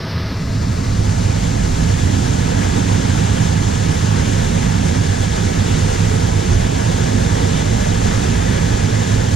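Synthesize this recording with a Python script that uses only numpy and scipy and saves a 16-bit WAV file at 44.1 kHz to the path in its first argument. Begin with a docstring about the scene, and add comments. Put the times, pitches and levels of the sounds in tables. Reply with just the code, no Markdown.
"""Water plunging from a culvert

Water pours out of a culvert and plunges into a stone-walled ditch, a few metres below the listener.
Filtered noise makes the plunge rumble and boom; big ringing bubbles gurgle, small ones splash, spray hisses on top.
The sound starts narrow and dull, then opens to almost full stereo in about two seconds."""
import sys
import numpy as np
from scipy import signal
from scipy.fft import rfft, irfft
from scipy.io import wavfile
from scipy.ndimage import uniform_filter1d

SR = 44100
rng = np.random.default_rng(int(sys.argv[2]) if len(sys.argv) > 2 else 0)


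def file_out(sig):
    """Save sig as 16-bit WAV at sys.argv[1]."""
    # one column per channel
    cols = np.atleast_2d(sig).T
    # limit, then scale
    lim = np.clip(cols, -1, 1)
    pcm = np.round(lim * 32767).astype(np.int16)
    wavfile.write(sys.argv[1], SR, pcm)


N = 412379
TIME, BIN_HZ = np.arange(N) / SR, np.fft.rfftfreq(N, 1 / SR)

# Levels in these tables are relative: trims and the stereo stage come after them.
# Rolling of the plunge: time_s, rumble_db, boom_db
PLUNGE_ROLL = [(0.0, -34, -28), (0.2, -33, -16), (0.28, -29, -24.5), (0.46, -25, -23), (0.56, -26, -16.5),
               (0.82, -25, -19), (1.0, -20, -15.5), (1.25, -23, -15.5), (1.45, -22.5, -20),
               (1.75, -19.5, -21), (1.9, -22, -15), (2.3, -24, -18.0), (2.6, -25, -18), (2.93, -25, -16.5),
               (3.03, -26, -16.5), (3.2, -24, -17), (3.45, -25, -17), (3.8, -26, -17.5), (3.92, -22, -19),
               (4.02, -29, -15), (4.25, -24, -17.5), (4.55, -20.5, -20), (5.0, -27, -16.5), (5.2, -24, -17),
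               (5.35, -23, -23), (5.47, -24, -18), (5.85, -24.5, -16.5), (6.3, -23.5, -16.5),
               (6.7, -26, -18.5), (7.1, -23, -17), (7.5, -22.5, -18.5), (7.65, -26, -17), (7.8, -20.5, -19),
               (8.5, -21.5, -18.5), (8.85, -21, -18), (9.0, -32, -16.5), (9.34, -27, -15.5)]
# Churning of the pool: time_s, deep_gurgle_db, upper_gurgle_db
POOL_CHURN = [(0.0, -33, -28), (0.2, -35, -28.5), (1.0, -31, -26.5), (2.2, -29, -28), (2.9, -26.5, -26),
              (3.4, -29.5, -26.5), (3.6, -29.5, -28), (4.4, -27, -27.5), (4.6, -28, -27.5),
              (5.0, -28.5, -27.5), (5.2, -30.5, -28), (5.4, -28, -27), (5.8, -25.5, -28.5), (6.6, -27, -26),
              (7.5, -25, -27.5), (7.6, -26.5, -26), (8.6, -26, -27), (9.34, -27, -27)]
# Surging of the white water: time_s, open_splash_db, recess_ring_db
WHITE_WATER_SURGE = [(0.0, -35, -40), (0.2, -35, -39), (0.45, -36, -46), (0.65, -35.5, -41),
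                     (0.8, -33.5, -47), (1.3, -32, -46), (2.0, -30.5, -38), (2.25, -30.5, -42),
                     (2.6, -30, -38), (3.1, -29, -40), (3.7, -30.5, -39), (4.2, -29.5, -38),
                     (4.8, -29.5, -42), (5.1, -31, -36.5), (5.8, -28.5, -41), (6.4, -30.5, -40.5),
                     (7.2, -30, -35.5), (8.0, -28.5, -40.5), (8.5, -29.5, -34.5), (8.9, -30.1, -36.5),
                     (9.1, -29.5, -34.5), (9.34, -31, -39)]
# Air resonances of the culvert, two for its boom and then its overtones: pitch_hz, width_hz, level_db
CULVERT_MODES = [(100.6, 26.5, 1), (126, 28, -11.5), (162.9, 36, -5), (182, 18, -13.5), (197.4, 19, -10.5),
                 (237.5, 79, -12.5), (284.5, 25, -14)]
# Hollows between the walls and the pool: pitch_hz, width_hz, level_db
HOLLOW_MODES = [(359.3, 25.5, 1.2), (449, 186, -2), (585, 130, -3.5), (713, 124, -2), (857, 162, -5),
                (960, 400, -14.5)]
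# Resonances of the recess under the slab: pitch_hz, width_hz, level_db
RECESS_MODES = [(1252, 56, -6.5), (1505, 70, -4.5), (1657, 115, -0.5), (1747, 130, -2), (1995, 120, -8),
                (3480, 380, -9.5)]
# Colour of the splashing: pitch_hz, level_db (per Hz)
SPLASH_COLOUR = [(300, -11), (700, -3.5), (1000, -1), (1200, -3.5), (1450, -2.2), (1680, -2.5), (1890, -4),
                 (2020, -4), (2600, -7), (3100, -6), (3550, -7.5), (4100, -11), (5500, -31), (9000, -57)]
# Colour of the spray: pitch_hz, level_db (per Hz)
SPRAY_COLOUR = [(2500, -13.5), (4100, -5.5), (5000, -3), (5600, -2.5), (6400, 0), (7100, -0.5), (7800, -4),
                (8100, -8), (9600, -11), (10500, -15.5), (11300, -24.5), (12600, -21), (14200, -28.5),
                (14800, -40)]
# Differences between two microphone ports: pitch_hz, left_minus_right_db, coherence (0-1), left_lead_radians
PORT_DIFFERENCES = [(30, -1.7, .995, -.3), (100, -5, .997, -.12), (200, -7.7, .994, .3),
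                    (305, -8.5, .98, .95), (400, -4.4, .98, 1.5), (600, -1.5, .96, 2.55),
                    (720, -2.5, .97, 2.95), (940, -6.2, .84, 2.5), (1220, 4, .73, 1.6),
                    (1450, 10.8, .42, .3), (1680, 5, .8, -1.1), (2050, -.8, .7, -.45),
                    (3150, -.8, .66, -.2), (3500, -.2, .95, 0), (4200, 0, .97, 0), (5200, 1, .42, .1),
                    (6300, 3, .5, .9), (7100, 7, .25, 1.5), (7900, 3, .08, 2.7), (9500, -2.5, .05, 2.3),
                    (11800, 2, .3, -.1)]
# How the sound opens out: time_s, stereo_share (0-1)
STEREO_OPENING = [(.22, 0), (.32, 0.08), (.42, 0.26), (.52, 0.37), (.7, 0.56), (.9, .64), (1.15, 0.82),
                  (1.5, .88), (2.1, 0.99), (2.8, 0.99)]
# Tone of the narrow sound at the start: pitch_hz, gain_db
NARROW_TONE = [(100, 0.5), (200, 5), (400, 3.5), (520, -4), (660, -7), (720, -14), (800, -9), (940, -3.5),
               (1260, 1), (1520, -4), (1750, -3.5), (2050, 2), (2400, 0.5), (2700, 0), (3500, -3.5),
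               (4200, 3), (5400, -0.5), (6200, -13), (6900, -28), (7800, -22), (9500, -13), (12300, -6),
               (14500, 4)]
# Colour of the deep rumble: pitch_hz, level_db (per Hz)
RUMBLE_COLOUR = [(8, -31), (20, -2), (34, -1.5), (44, -3), (54, 8.5), (63, -4.5), (73, 7.5), (82, -7.5),
                 (98, -9.5), (200, -65)]
# Echoes from the ledge, the slab and the stone walls: delay_s, level_db (before the treble is dulled)
WALL_ECHOES = [(.0029, -34.5), (.0041, -23.5), (.0062, -19.5), (.0094, -20), (0.01, -25), (0.015, -19.5),
               (0.0199, -19)]
# Swelling of the culvert's overtones: time_s, level_db
OVERTONE_SWELL = [(0, -28), (.5, -23), (1.25, -21.5), (1.7, -20), (2.4, -20), (3.3, -19), (3.65, -20.5),
                  (3.95, -19.5), (4.4, -19.5), (4.9, -20), (5.15, -22), (5.7, -19.5), (6.5, -21.5),
                  (7.2, -20), (8.4, -20.5), (9.34, -21.5)]
# Pockets of air dragged under by the plunge: middle_s, half_length_s, pitch_hz, level_db
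AIR_GULPS = [(1.72, 0.11, 53, -27), (2.12, 0.048, 274, -28), (2.83, 0.064, 295, -28),
             (3.42, .06, 181.3, -20), (4.18, 0.055, 100, -20.5), (4.53, 0.054, 230, -24.5),
             (4.72, 0.1, 160, -18.5), (4.96, .05, 255, -25), (5.45, 0.069, 400, -30),
             (5.82, 0.084, 501, -30.5), (5.85, .06, 45.2, -25), (6.5, .05, 98.4, -15),
             (6.59, 0.081, 44, -20), (7.13, 0.056, 250.7, -23), (7.15, .05, 343, -30),
             (7.41, .07, 468, -30), (8.27, 0.063, 215.5, -24), (8.63, .06, 165.3, -21),
             (9.18, 0.047, 59.5, -20)]
# Tongues of water that break into a clump of bubbles: middle_s, half_length_s, pitch_hz, level_db
SPLASH_CLUMPS = [(2.56, 0.034, 1730, -38), (3.04, .04, 1730, -40), (3.24, 0.039, 872, -35),
                 (3.41, 0.042, 2670, -38), (4.16, 0.026, 1200, -35), (4.24, 0.027, 2710, -37),
                 (5.7, .03, 3340, -36), (6.05, 0.028, 2325, -37), (6.48, 0.028, 3010, -39),
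                 (7.37, 0.028, 1070, -33), (7.57, 0.043, 3010, -35), (8.14, .04, 1110, -35),
                 (8.3, .04, 2430, -37), (8.52, 0.046, 1670, -38)]


def amp(db):
    """Turns decibels into gain."""
    return 10 ** (np.asarray(db) / 20)


def evened(x):
    """Scales a sound to an average strength (rms) of 1."""
    return x / np.sqrt(np.mean(x ** 2) + 1e-20)


def steadied(x, hold_s):
    """Takes the slow swells out of a sound, leaving it at about rms 1."""
    span = max(2, int(hold_s * SR))
    power = uniform_filter1d(uniform_filter1d(x ** 2, span), span // 2)
    return x / np.sqrt(power + 1e-9)


def curve(rows):
    """Reads each column of a time table at every sample."""
    s, *columns = np.transpose(rows)
    return [np.interp(TIME, s, column) for column in columns]


def spectrum(rows):
    """Reads each column of a pitch table at every frequency bin, on a log pitch scale."""
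    hz, *columns = np.transpose(rows)
    return [np.interp(np.log(BIN_HZ + 1), np.log(hz + 1), column) for column in columns]


def resonances(modes):
    """Adds the power of steep-sided resonances, as if each were driven on its own."""
    power = 0
    for hz, width_hz, level_db in modes:
        gain = amp(level_db) / (1 + (2 * (BIN_HZ - hz) / width_hz) ** 2)
        power = power + gain ** 2
    return np.sqrt(power)


def coloured(x, gain):
    """Filters a sound by one gain per frequency bin and evens it to rms 1."""
    return evened(irfft(rfft(x) * gain, N))


def coloured_noise(gain):
    """Makes unrelated noise of one colour on the near and on the diffuse path."""
    return coloured(rng.standard_normal((2, N)), gain)


def flutter(rate_hz):
    """Makes a slow random movement of rms 1, mostly below the given rate."""
    return coloured(rng.standard_normal(N), 1 / (1 + (BIN_HZ / rate_hz) ** 2))


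def froth(patchy_db, patch_s, patch_hz):
    """Countless merged bubbles: two noises that flare in shared patches of time and pitch."""
    hz, t, cells = signal.stft(rng.standard_normal((2, N)), SR, nperseg=256)
    patches = rng.standard_normal(cells.shape[1:])
    patches = uniform_filter1d(patches, max(1, round(patch_s / t[1])), axis=1)
    patches = evened(uniform_filter1d(patches, max(1, round(patch_hz / hz[1])), axis=0))
    noise = signal.istft(cells * amp(patchy_db * patches), SR, nperseg=256)[1]
    return evened(noise[:, :N])


def bubbles(low_hz, high_hz, per_s, cycles, rise, spread_db, count=32):
    """Bubbles ring and rise in pitch; within their band they are as loud as white noise of rms 1."""
    out = np.zeros((2, N))
    for hz in np.geomspace(low_hz, high_hz, count):
        age = np.arange(0, 4, hz / cycles / SR)  # in decay times, each lasting the given cycles
        when, size, detune, side = rng.random((int(per_s * N / SR / count), 4)).T
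        # many small bubbles, few large ones
        size = amp(spread_db * np.minimum(-np.log(1 - size), 4)) * hz
        turns = cycles * (age + rise * age ** 2 / 2)
        turns = turns * (high_hz / low_hz) ** (detune[:, None] / count)
        rings = size[:, None] * np.exp(-age) * np.sin(2 * np.pi * turns)
        # the two paths lie end to end, so one sum places every bubble
        start = (when * (N - len(age))).astype(int) + N * (side > .5)
        places = start[:, None] + np.arange(len(age))
        out += np.bincount(places.ravel(), rings.ravel(), 2 * N).reshape(2, N)
    return evened(out) * np.sqrt((high_hz - low_hz) / (SR / 2))


def add(mix, s, sound):
    """Mixes a sound in at a time in seconds."""
    part = mix[max(0, round(s * SR)):][:len(sound)]
    part += sound[:len(part)]


def played(rows, source):
    """Plays each row of an event table, on the near and on the diffuse path."""
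    out = np.zeros((2, N))
    for row in rows:
        for path in out:
            add(path, *source(*row))
    return out


def walls(x, dull_hz=3500):
    """Close hard faces throw the water back and ripple its colour; moss swallows the echoes' treble."""
    echo = sum(amp(level_db) * np.exp(-2j * np.pi * BIN_HZ * delay_s) for delay_s, level_db in WALL_ECHOES)
    dulled = echo / (1 + (BIN_HZ / dull_hz) ** 2)
    return irfft(rfft(x) * (1 + dulled), N)


def ports(x):
    """Two unrelated sounds become the partly shared, phase-shifted sound at a pair of microphone ports."""
    balance_db, coherence, lead = spectrum(PORT_DIFFERENCES)
    coherence = np.clip(coherence, 0, 1)
    near, diffuse = rfft(x)
    shared = near * np.sqrt((1 + coherence) / 2)
    apart = diffuse * np.sqrt((1 - coherence) / 2)
    left = (shared + apart) * amp(balance_db) * np.exp(1j * lead)
    right = shared - apart
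    keep_power = np.sqrt(2 / (1 + amp(balance_db) ** 2))
    return irfft(np.array([left, right]) * keep_power, N)


def hollow_note(level_db=-40, fade_s=1.34, hz=655, width_hz=38):
    """A thin hollow note of narrow noise hangs over the water at first and sinks into the rush."""
    ring = coloured(rng.standard_normal(N), resonances([(hz, width_hz, 0)]))
    return amp(level_db) * np.exp(-(TIME / fade_s) ** 2) * steadied(ring, hold_s=0.08)


def spray(surge_db, level_db=-30.5, drops_db=-8):
    """Fine drops fall back on the pool and fizz."""
    drops = bubbles(low_hz=4064, high_hz=12830, per_s=2800, cycles=6, rise=0.032, spread_db=3.5)
    drive = froth(patchy_db=0.62, patch_s=0.041, patch_hz=1790) + amp(drops_db) * drops
    return amp(level_db + surge_db) * coloured(drive, amp(*spectrum(SPRAY_COLOUR)))


def recess(level_db, trim_db=1.0):
    """Splashes under the slab ring in its recess: firm, narrow bands in the rush."""
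    ring = steadied(coloured_noise(resonances(RECESS_MODES)), hold_s=0.055)
    return amp(level_db + trim_db) * ring


def clump(middle_s, half_s, hz, level_db, cycles=11, rise=0.032, scatter=.14, count=40):
    """Some dozens of bubbles of similar size ring in quick succession."""
    t = np.arange(0, .03, 1 / SR)
    out = np.zeros(round(6 * half_s * SR))
    for when, size in np.clip(rng.standard_normal((count, 2)), -2, 2):
        age = t * hz * np.exp(scatter * size) / cycles  # in decay times
        turns = cycles * (age + rise * age ** 2 / 2)
        add(out, half_s * (2 + when), np.exp(-age) * np.sin(2 * np.pi * turns))
    gain = amp(level_db) * np.sqrt(2 * half_s * SR / np.sum(out ** 2))
    return middle_s - 2 * half_s, gain * out


def splash(level_db, trim_db=0.5, bubbles_db=-6.5):
    """Small bubbles burst out of the white water: patchy noise with single rings in it."""
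    small = bubbles(low_hz=898.8, high_hz=5022, per_s=1000, cycles=12, rise=0.022, spread_db=2.5)
    drive = froth(patchy_db=0.8, patch_s=0.054, patch_hz=700) + amp(bubbles_db) * small
    return amp(level_db + trim_db) * coloured(drive, amp(*spectrum(SPLASH_COLOUR)))


def gurgle(deep_db, upper_db, trim_db=2.5, bubbles_db=-4, deep_hz=570):
    """Large bubbles sound in the hollows between the walls; deep and upper ones have their own swells."""
    large = bubbles(low_hz=321.1, high_hz=1097.6, per_s=360, cycles=11, rise=0.026, spread_db=1.5)
    drive = rng.standard_normal((2, N)) + amp(bubbles_db) * large
    crowd = steadied(coloured(drive, resonances(HOLLOW_MODES)), hold_s=0.25)
    deep = irfft(rfft(crowd) / (1 + (BIN_HZ / deep_hz) ** 10), N)
    upper = crowd - deep
    return amp(trim_db) * (amp(deep_db) * deep + amp(upper_db) * upper)


def gulp(middle_s, half_s, hz, level_db, wander_hz=20.9):
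    """A pocket of air throbs up and dies away, its pitch wandering as it changes shape."""
    t = np.arange(-2 * half_s, 2 * half_s, 1 / SR)
    wander = evened(uniform_filter1d(rng.standard_normal(SR), SR // 100))[:len(t)]
    turns = rng.random() + np.cumsum(hz + wander_hz * wander) / SR
    throb = np.sqrt(2) * np.hanning(len(t)) * np.sin(2 * np.pi * turns)
    return middle_s + t[0], amp(level_db) * throb


def plunge():
    """The falling sheet drives clouds of air under; their pulsing rumbles, and booms in the culvert."""
    rumble_db, boom_db = curve(PLUNGE_ROLL)
    overtones_db, = curve(OVERTONE_SWELL)
    rumble = steadied(coloured_noise(amp(*spectrum(RUMBLE_COLOUR))), hold_s=0.25)
    boom = steadied(coloured_noise(resonances(CULVERT_MODES[:2])), hold_s=0.14)
    overtones = steadied(coloured_noise(resonances(CULVERT_MODES[2:])), hold_s=0.26)
    culvert = amp(boom_db) * boom + amp(overtones_db) * overtones
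    return amp(rumble_db) * rumble + culvert + played(AIR_GULPS, gulp)


def scene(slosh_db=0.5, spray_follows=0.53):
    """All the water; one uneven slosh moves the gurgle, splash, recess and spray together."""
    deep_db, upper_db = curve(POOL_CHURN)
    splash_db, recess_db = curve(WHITE_WATER_SURGE)
    slosh = slosh_db * flutter(rate_hz=19)
    # the spray follows about half of the splash's swells in decibels
    surge_db = spray_follows * (splash_db - np.median(splash_db)) + slosh
    pool = spray(surge_db) + played(SPLASH_CLUMPS, clump) + splash(splash_db + slosh)
    pool = pool + gurgle(deep_db + slosh, upper_db + slosh)
    water = walls(pool) + recess(recess_db + slosh) + plunge()
    return hollow_note() + ports(water)


def record(dry, lag_radians=1.4, lag_hz=3300, lag_width_hz=770, ceiling=0.92, edge_hz=15000):
    """Dull mono from the left port gives way to stereo; high peaks are rounded, then the top is cut."""
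    # the narrow sound lags in one band, which thins out half-way through the opening
    lag = lag_radians * np.exp(-((BIN_HZ - lag_hz) / lag_width_hz) ** 2)
    narrow = irfft(rfft(dry[0]) * amp(*spectrum(NARROW_TONE)) * np.exp(-1j * lag), N)
    opened = np.clip(*curve(STEREO_OPENING), 0, 1)
    heard = (1 - opened) * narrow + opened * dry
    heard = heard / (1 + (heard / ceiling) ** 10) ** (1 / 10)
    # 3 ms fades at both ends
    heard = heard * np.clip(np.minimum(TIME, TIME[-1] - TIME) / .003, 0, 1)
    edge = signal.firwin(511, edge_hz, window=("kaiser", 9), fs=SR)
    return signal.oaconvolve(heard, edge[None], "same", axes=1)


dry = scene()
out = record(dry)
file_out(out)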